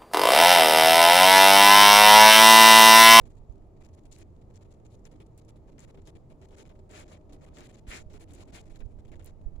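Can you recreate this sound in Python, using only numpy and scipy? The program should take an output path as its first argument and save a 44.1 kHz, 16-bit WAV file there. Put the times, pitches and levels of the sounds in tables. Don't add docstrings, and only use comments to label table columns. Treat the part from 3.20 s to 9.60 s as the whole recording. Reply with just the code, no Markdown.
import sys
import numpy as np
from scipy import signal
from scipy.fft import rfft, irfft
from scipy.io import wavfile
from scipy.ndimage import uniform_filter1d

SR = 44100
rng = np.random.default_rng(int(sys.argv[2]) if len(sys.argv) > 2 else 0)


def makeup_ratio(level_db):
    decades = np.asarray(level_db, float) / 20
    return 10 ** decades


def persist_wave(psi):
    counts = np.round(np.clip(psi, -1, 1) * 32767).astype(np.int16)
    wavfile.write(sys.argv[1], SR, np.atleast_2d(counts).T)


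N = 282240
t = np.arange(N) / SR


def colour(x, *tables):
    hz = np.log(np.arange(N // 2 + 1) * SR / N + 1)
    db = 0
    for table in tables:
        point_hz, point_db = np.array(table).T
        db = db + np.interp(hz, np.log(point_hz), point_db)
    return irfft(rfft(x) * makeup_ratio(db), N)


def level(x, db):
    return x * makeup_ratio(db) / np.sqrt(np.mean(x ** 2))


def walk(rate_hz):
    hold = int(SR / rate_hz)
    steps = np.repeat(rng.standard_normal(N // hold + 1), hold)
    return 1.393 * uniform_filter1d(uniform_filter1d(steps, hold), hold)[:N]


# pitch_hz, level_db
LEFT_PORT = [(1000, 7.5), (2300, 10), (5000, 2.5), (7100, 12.5), (8100, 4), (8800, -9.5), (13000, -10)]
RIGHT_PORT = [(1000, 6.5), (2300, 5), (5000, 0), (7500, -5.5), (10000, 5), (11500, -4), (14000, -14)]
TREBLE_LIMIT = [(15700, 0), (15900, -30)]


def through_ports(x, *tables):
    left = colour(x[0], LEFT_PORT, TREBLE_LIMIT, *tables)
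    right = colour(x[1], RIGHT_PORT, TREBLE_LIMIT, *tables)
    return np.array([left, right])


# start_s, length_ms, patter_db at start, bright_minus_dull_db
STRUCK = [(.054, 27, -64.5, -2.5), (.1, 24, -69.5, 1), (.853, 18, -65, -0.5), (.916, 50, -57.5, 16),
          (1.853, 25.5, -59, -3), (1.916, 16, -63.5, -2), (2.001, 31, -61, -7), (2.358, 20, -68, -1),
          (2.58, 15, -62.5, -23), (2.744, 16, -65, -5), (2.773, 29, -64, -12), (2.872, 34, -58, -2.5),
          (3.385, 71, -57, -4), (3.495, 32, -65, -10), (3.59, 14.6, -67.5, -4.5), (4.094, 23, -67, -8),
          (4.123, 30, -60.5, -1.5), (4.49, 28, -61, -3.5), (4.936, 44.4, -57.5, -4.5),
          (5.005, 38.5, -58, -0.5), (5.205, 32.4, -55, -1), (5.556, 21, -61.5, 1.5),
          (5.603, 22, -60.5, -13), (5.85, 11, -64.5, -1), (.687, 13, -72.5, -6), (.835, 8, -73, 1.1),
          (5.881, 19, -67.5, -4), (5.917, 32, -59, -11), (5.994, 22, -62, -5), (6.079, 31, -64, 1.5),
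          (3.916, 41, -57, -4.5), (4.369, 15, -56.5, -8), (4.384, 19.7, -54, -3), (4.405, 27, -54, -8)]
# start_s, length_ms, patter_db at end, bright_minus_dull_db
SWELLS = [(.605, 22, -63.5, -3.5), (.634, 33, -64, 0.5), (.73, 22.5, -65, 5), (.772, 24, -66, -2),
          (.972, 59, -60.5, 0), (1.339, 39, -63.5, 4), (1.505, 24, -66, 1), (2.518, 14.6, -70, 1.1),
          (1.702, 54.5, -67.5, 4.5), (2.179, 22, -64, 5), (2.474, 28.5, -65.5, -5), (2.593, 59, -58.5, 0.5),
          (2.676, 36.5, -62, -3.5), (2.852, 18.7, -64, 7), (3.308, 47, -60.5, -4), (3.364, 21, -59.5, 1),
          (3.432, 21, -75, -5), (3.854, 16, -67, -2), (4.21, 44.3, -61, -3), (4.262, 29.7, -63.5, -5.5),
          (4.337, 32, -61.5, 7), (4.525, 36, -62.5, -1), (4.566, 31.5, -63, -.6), (5.082, 43.7, -61.5, 0.5),
          (5.13, 75, -60, 0.5), (5.245, 35, -74, -7), (5.42, 25, -69, -2), (5.529, 26, -66, 0),
          (6.02, 19, -67, -2.1), (6.05, 29, -58, 2.5), (4.473, 18, -70, -6), (4.17, 33, -78, -3),
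          (4.292, 45, -75.5, -6.5)]
# start_s, length_ms, patter_db, bright_minus_dull_db
EVEN = [(.032, 11, -74, -3), (.168, 22, -73, 4), (1.213, 15, -70.5, -2), (1.301, 12, -70.5, -4),
        (1.409, 27, -66, -0.5), (1.447, 19, -72.5, -2), (1.651, 17, -67, -2.5), (1.955, 11, -71, -4),
        (2.063, 7, -69, 5), (2.281, 28.4, -65.5, -1), (2.952, 21.5, -65, -4.5), (3.099, 32, -66.5, -4.5),
        (3.214, 45, -65, -3), (3.458, 25.5, -67, 1), (3.878, 38, -63.5, -2.5), (3.957, 22, -68.5, -4),
        (4.153, 17, -71, -4), (4.43, 44, -59.5, 1.5), (5.955, 13, -68, -6), (4.9, 30, -66.5, -2),
        (4.996, 11, -63.5, 3), (5.275, 35, -64.5, -3.5), (5.455, 33, -69, -0.5), (5.497, 31, -64.5, 0),
        (5.591, 11, -72, 15), (5.652, 12, -74, 6), (4.008, 9.9, -74, -5), (5.787, 22, -69.5, -2),
        (6.211, 7.4, -74.5, -8), (6.358, 8.3, -68, -7), (.012, 8, -67, -2), (.152, 5, -76, 8),
        (.294, 7.2, -73, -2), (.313, 4.8, -75, 6), (.354, 6.2, -73, 3), (.38, 4, -77, 6), (.42, 5, -76, -4),
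        (.565, 14, -75, -3), (1.538, 12, -72.5, 1), (1.599, 5.5, -72.5, -5), (1.843, 6.4, -74, 8),
        (1.937, 8.9, -72, -6), (2.214, 9, -71, 0), (2.817, 7.7, -71, 2), (3.285, 6, -70, .5),
        (3.553, 12, -73, -7), (5.076, 2.9, -66, -21), (5.254, 7, -71, 1), (5.706, 21, -74.5, -4),
        (5.869, 6, -75, -3)]
# time_s, patter_db, bright_minus_dull_db
BRUSHES = [
    [(3.693, -67, -4), (3.708, -60, -3.5), (3.754, -51.5, -4), (3.812, -54, -3), (3.844, -62, -5)],
    [(4.667, -64, -6), (4.678, -57, 0), (4.703, -50.5, 4), (4.714, -45, -8), (4.741, -45.5, -1.5),
     (4.757, -44.5, 0), (4.785, -49.5, -2), (4.81, -58, -5), (4.828, -62.5, -2)],
    [(5.322, -66, -4), (5.333, -56.5, -2), (5.357, -49.5, 2), (5.395, -58, -6.5), (5.417, -61, 7)],
]
SHUT_DB, SHUT_BRIGHT_DB = -86.5, 7.5
FADE_DB, BUILD_DB = 5.5, 7.5
BLOW_DB, BLOW_S = 0.5, 0.0011


def gate():
    db = SHUT_DB + walk(25)
    bright_db = np.full(N, SHUT_BRIGHT_DB)
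    for table, start_db, end_db in ((STRUCK, 0, -FADE_DB), (SWELLS, -BUILD_DB, 0), (EVEN, 0, 0)):
        for start_s, length_ms, patter_db, tilt_db in table:
            span = slice(int(start_s * SR), int((start_s + length_ms / 1000) * SR))
            db[span] = patter_db + np.linspace(start_db, end_db, len(db[span]))
            bright_db[span] = tilt_db
    for start_s, *_ in STRUCK:
        db += BLOW_DB * (t > start_s) * np.exp(-np.abs(t - start_s) / BLOW_S)
    for time_s, patter_db, tilt_db in map(np.transpose, BRUSHES):
        span = (t >= time_s[0]) & (t < time_s[-1])
        db[span] = np.interp(t[span], time_s, patter_db)
        bright_db[span] = np.interp(t[span], time_s, tilt_db)
    return uniform_filter1d(db, size=70), uniform_filter1d(bright_db, size=70)


PORT_LAG = 24


def grains(per_s, spread_db, blur, alike):
    size_db = spread_db * np.minimum(rng.exponential(size=N), 1.5)
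    hits = (rng.random(N) < per_s / SR) * makeup_ratio(size_db)
    burst = level(signal.lfilter([1], [1, -np.exp(-1 / (0.0011 * SR))], hits), 0)
    burst = np.minimum(burst, 2.1) + blur
    left, other = rng.standard_normal((2, N))
    alike = np.clip(alike, 0, 1)
    right = np.roll(burst * (alike * left + np.sqrt(1 - alike ** 2) * other), PORT_LAG)
    return np.array([burst * left, right * makeup_ratio(2.0 * walk(120))])


# pitch_hz, level_db
DULL = [(200, -30), (600, 0), (1300, -4), (2300, -3.5), (3000, -2.5), (4200, -9.5), (5500, -11.5),
        (8000, -51)]
BRIGHT = [(2500, -13), (4000, -0.5), (5500, -3), (8000, -3.5), (11000, -3.5), (15000, -8.5)]
TOP_KNEE_DB, TOP_LOSS = -61, 0.38


def patter(db, bright_db):
    layers = []
    for body, low_hz, bands, alike in ((DULL, 600, 5, .55), (BRIGHT, 3500, 4, .1)):
        layer = 0
        for hz in low_hz * 1.728 ** np.arange(bands):
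            band = [(hz / 2.2, -30), (hz / 1.3, -3), (hz * 1.3, -3), (hz * 2.2, -30)]
            raw = grains(per_s=900, spread_db=3.2, blur=.8, alike=alike)
            layer = layer + makeup_ratio(1.3 * walk(35)) * through_ports(raw, body, band)
        layers.append(level(layer, 0))
    dull, bright = layers
    top = colour(bright, [(11000, -37), (12800, -17)])
    bright = bright - top * (1 - makeup_ratio(-TOP_LOSS * np.maximum(db - TOP_KNEE_DB, 0)))
    dull_share = 1 / (1 + makeup_ratio(2 * bright_db))
    dull = makeup_ratio(-0.42) * np.sqrt(dull_share) * dull
    bright = makeup_ratio(-1.08) * np.sqrt(1 - dull_share) * bright
    return makeup_ratio(db) * (dull + bright)


# pitch_hz, level_db per Hz
TOWN = [(10, -7), (25, -1), (60, -3.5), (110, -4.5), (200, -11.5), (400, -16), (640, -20), (900, -26.5),
        (1300, -36), (2400, -89)]
# pitch_hz, likeness (0-1)
LIKENESS = [(30, 1), (130, 0.98), (290, 0.77), (640, 0.29), (1400, 0)]
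TOWN_DB = -52.5


def town(db):
    out, swell = 0, walk(5)
    lift_db = uniform_filter1d(np.clip(db + 75.0, 0, 22), size=300)
    like_hz, likeness = np.array(LIKENESS).T
    for hz in 14 * 2 ** np.arange(0, 7.6, .5):
        band = [(hz / 2 ** .5, -40), (hz / 2 ** .3, -6), (hz, 0), (hz * 2 ** .3, -6), (hz * 2 ** .5, -40)]
        mid, side = colour(rng.standard_normal((2, N)), band, TOWN)
        like = np.clip(np.interp(np.log(hz), np.log(like_hz), likeness), 0, 1)
        drift_db = 0.28 * swell * (hz > 150) + 0.79 * walk(2.73)
        gain = makeup_ratio(drift_db + 0.25 * lift_db * min(hz / 440.0, 1))
        out = out + gain * (np.sqrt(1 + like) * mid + np.sqrt(1 - like) * side * np.array([[1], [-1]]))
    return level(out, TOWN_DB)


# pitch_hz, width_hz, level_db
HUMS = [
    (84.02, 0.98, -61.5),
    (103.5, 7.8, -72.5),
    (318.5, 18, -70),
    (383.1, 4.6, -71),
]
# time_s, level_db
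WHINE = [
    (2.9, -83),
    (3.3, -68),
    (5.6, -72),
    (5.9, -77),
]
WHINE_HZ = 614


def machinery():
    whine_db = np.interp(t, *np.transpose(WHINE)) + 2.1 * walk(14)
    out = makeup_ratio(whine_db) * np.sin(2 * np.pi * np.cumsum(WHINE_HZ + walk(3.08)) / SR)
    for hz, width_hz, db in HUMS:
        hum = signal.lfilter(*signal.iirpeak(hz, hz / width_hz, SR), rng.standard_normal(N))
        out = out + level(hum, db)
    return out


# time_s, level_db
WIND = [(0, -41.5), (.08, -44), (.2, -45.5), (.26, -49), (.45, -56.5), (4.6, -57), (4.82, -47),
        (5.05, -50.5), (5.45, -50.5), (5.62, -44), (5.9, -43.5), (6.16, -47.5), (6.3, -41.5), (6.4, -52)]
# pitch_hz, level_db per Hz
GUST = [(4, -3), (25, 11), (50, -3.5), (90, 0.5), (160, -24), (400, -81)]
# time_s, peak_db, swing_ms, sign, left_share
BUFFETS = [
    (.299, -27, 3.25, 0.9, 0.025),
    (4.687, -33.5, 3.35, -1.32, 0.67),
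    (5.635, -33.5, 6.4, -1.1, .03),
    (5.662, -25, 3.4, -0.76, .03),
    (6.266, -22, 5.1, 1, 0.018),
    (6.346, -32, 5.2, -0.89, 0.027),
    (6.385, -29.5, 4.5, 1, .03),
]


def wind():
    rush_db = np.interp(t, *np.transpose(WIND)) + 1.0
    rush = level(colour(rng.standard_normal(N), GUST), 0) * makeup_ratio(rush_db)
    out = np.array([0.06 * rush, rush])
    for s, db, swing_ms, sign, left_share in BUFFETS:
        u = (t - s) * 1000 / swing_ms
        push = np.exp(-u ** 2) - 0.52 * np.exp(-((u - 2.4) / 2.1) ** 2)
        out += sign * makeup_ratio(db) * push * np.array([[left_share], [1]])
    return out


# pitch_hz, level_db per Hz
HISS = [(1000, -5), (2000, 2), (3200, -5), (5000, -3), (8000, -14), (11000, -6), (15000, 6)]
HISS_DB = -85.5


def hiss():
    return level(through_ports(rng.standard_normal((2, N)), HISS), HISS_DB)


# time_s, left_db, right_db, fade_ms
SNAPS = [
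    (5.136, -52, -52, .7),
    (5.149, -58, -58, .5),
    (.987, -57, -50, .6),
    (2.179, -54, -54, .6),
    (3.252, -63, -62, .5),
    (4.939, -58, -58, .5),
    (6.045, -49, -48, 0.88),
    (6.048, -53, -49, .6),
    (6.06, -53, -42, 0.92),
]
CRACK_DB, CRACK_MS = -6, .3


def snaps():
    cracks = [(s, db + CRACK_DB, db + CRACK_DB, CRACK_MS) for s, _, db, _ in STRUCK]
    out = 0
    for s, left_db, right_db, fade_ms in list(SNAPS) + cracks:
        fade = (t > s) * np.exp(-np.abs(t - s) * 1000 / fade_ms)
        out = out + makeup_ratio(np.array([[left_db], [right_db]])) * fade
    spray = out * makeup_ratio(3.0 * walk(201)) * rng.standard_normal((2, N))
    return colour(spray, [(3000, -23), (9000, -0.5), (15700, 2), (16600, -14), (17000, -50)])


# start_s, peak_db, pitch_hz
TAPS = [(.055, -63, 626), (1.407, -61, 700), (1.744, -52, 560), (1.935, -54, 520), (2.357, -55, 580),
        (2.563, -55, 595), (2.746, -52, 625), (3.121, -50, 600), (3.291, -52, 517), (3.512, -53, 486),
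        (4.388, -52, 595), (4.718, -58, 800), (5.231, -54, 1050), (5.787, -54, 600), (6.245, -54, 660),
        (6.334, -60, 500)]
TAP_FADE_S = 0.0042


def taps():
    out = np.zeros(N)
    for s, db, hz in TAPS:
        age = np.maximum(t - s, 0)
        out += makeup_ratio(db + 0.5) * np.exp(-age / TAP_FADE_S) * np.sin(2 * np.pi * hz * age)
    return out


# time_s, peak_db, pitch_hz
KNOCKS = [(2.029, -62.5, 333), (2.55, -60.5, 277), (2.78, -57, 389), (2.96, -61.5, 339),
          (3.4, -59.5, 398.4), (4.13, -58, 290), (4.23, -62, 298.4), (4.41, -58.5, 350.4), (4.76, -62, 392),
          (4.951, -59, 420), (5.035, -61, 327), (5.12, -58.5, 301.2), (5.19, -58.5, 343), (.08, -67, 298),
          (.36, -62, 387), (.57, -64.5, 350), (1.03, -63.5, 333), (1.95, -60.5, 300), (3.73, -62.5, 420),
          (3.85, -64, 356), (5.5, -63.5, 323), (5.28, -60, 290.5), (5.36, -64, 330), (5.93, -60, 350)]


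def knocks():
    thud_tone = [(120, -62), (250, 21.0), (600, -5.5), (1500, -37), (4000, -90)]
    thud = level(colour(rng.standard_normal((2, N)), thud_tone), 0.0)
    out = np.zeros((2, N))
    for s, db, hz in KNOCKS:
        swell = np.exp(-((t - s) / 0.03) ** 2)
        out += makeup_ratio(db) * swell * (thud + 1.63 * np.sin(2 * np.pi * hz * t))
    return out


# time_s, peak_db, left_minus_right_db
RAIL = [(.3247, -53.5, 7), (.9144, -42, 5), (.9251, -38, 13.8), (.927, -40, 11), (.9858, -41, 5),
        (.9892, -41, -8.7), (1.666, -48.5, 15), (2.1776, -41.5, 5), (2.1807, -38, -15), (2.5924, -46, 12),
        (2.5942, -36, 11), (2.6049, -36.5, 7), (3.6931, -52, 11), (3.7127, -36.5, 19), (4.4973, -44, 10),
        (4.5449, -44, 23), (5.1362, -36, 7), (5.1392, -39, -2.1), (5.1484, -42, 17), (5.1518, -37, 3),
        (6.0454, -46, 11), (6.0482, -52, 7)]
STEPS = [(.6495, -43, 15), (.6891, -50, 11), (1.3585, -41, 17), (1.7932, -53, 6), (1.8538, -36.5, 16),
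         (1.9141, -49, 10), (2.0632, -57, 10), (2.2498, -49, 5.5), (2.2915, -36, -16), (2.5826, -43, 9),
         (2.7447, -53, 11), (2.8734, -34.5, 6.5), (3.2167, -51, 9), (3.3846, -39, 6), (3.8803, -54, 14),
         (4.4065, -37, 10), (4.9336, -43, 19), (5.0076, -50, 2.1), (5.2069, -47, 10), (5.5912, -53, 10.6)]
BOARDS = [(1.1653, -54, 6.6), (1.6507, -54, 8.4), (3.2926, -51, 6), (3.3081, -49, 12), (3.4078, -38.5, 12),
          (3.4935, -47, 9.9), (4.0962, -51, 3), (4.1328, -36.5, 1.1), (4.2646, -50, 10),
          (4.3708, -35.5, 21), (4.8998, -51, 7), (5.1085, -41, 6.5), (5.5597, -38.5, 16),
          (5.6056, -43, 9.7), (5.8801, -49, 5), (5.9569, -48, 11), (5.9946, -56, 12.3), (6.0251, -51, 10.1),
          (6.2156, -54, 4)]
# time_s, peak_db, left_minus_right_db
LAWN = [(.9635, -45, 8), (1.0155, -47, 6), (2.003, -60, -1), (3.7565, -41, 14), (3.917, -52, 9),
        (4.217, -58, 6), (4.3845, -43, 9), (4.713, -34, 2), (5.184, -46, 5), (5.2755, -59, -1),
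        (5.34, -49, 13), (5.917, -50, 8)]
RAIL_HZ, STEPS_HZ, BOARDS_HZ, LAWN_HZ = 7350, 5100, 3400, 1980
PITCH_SCATTER = .07


def pellets():
    out, age = np.zeros((2, N + 600)), np.arange(600) / SR
    for table, hz in ((RAIL, RAIL_HZ), (STEPS, STEPS_HZ), (BOARDS, BOARDS_HZ), (LAWN, LAWN_HZ)):
        for s, db, pan_db in table:
            noise = rng.standard_normal((2, 600))
            shape = (1 - np.exp(-age / .00015)) * np.exp(-age / .00045 * min(hz / 4500, 1))
            pitch_hz = hz * (1 + PITCH_SCATTER * noise[0, 0]) * np.array([[1], [1.15]])
            click = shape * (np.sin(2 * np.pi * pitch_hz * age) + 0.26 * noise)
            scatter = 0.12 * np.exp(-age / 0.012) * noise
            side_db = np.minimum([[pan_db - 9.0], [5.5 - pan_db]], 0)
            at = max(int((s - .0004) * SR), 0)
            out[:, at:at + 600] += makeup_ratio(db + side_db - 5.5) * (click + scatter)
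    return through_ports(out[:, :N], [(600, -29), (1500, -7.5), (14000, 2.0)])


WEAVE_HZ, WEAVE_WIDTH_HZ, WEAVE_DB = 2370, 980, -41


def sleeve(db):
    band = [(WEAVE_HZ - WEAVE_WIDTH_HZ * 2, -30), (WEAVE_HZ, 0), (WEAVE_HZ + WEAVE_WIDTH_HZ * 2, -30)]
    rasp = through_ports(grains(per_s=760, spread_db=5.0, blur=1.3, alike=0.13), band)
    return level(rasp, 0) * makeup_ratio(2 * db - WEAVE_DB + 0.8 * walk(60))


def scene():
    db, bright_db = gate()
    flurries = patter(db, bright_db) + snaps() + pellets() + sleeve(db)
    distance = town(db - 2.0 * bright_db) + machinery()
    return flurries + distance + wind() + taps() + knocks()


def top_cut(x):
    return signal.sosfilt(signal.butter(12, 16780, fs=SR, output="sos"), x)


def record(dry):
    ease = np.clip(np.minimum(t, t[-1] - t) / .006, 0, 1)
    return top_cut(dry * ease + hiss())


dry = scene()
out = record(dry)
persist_wave(out)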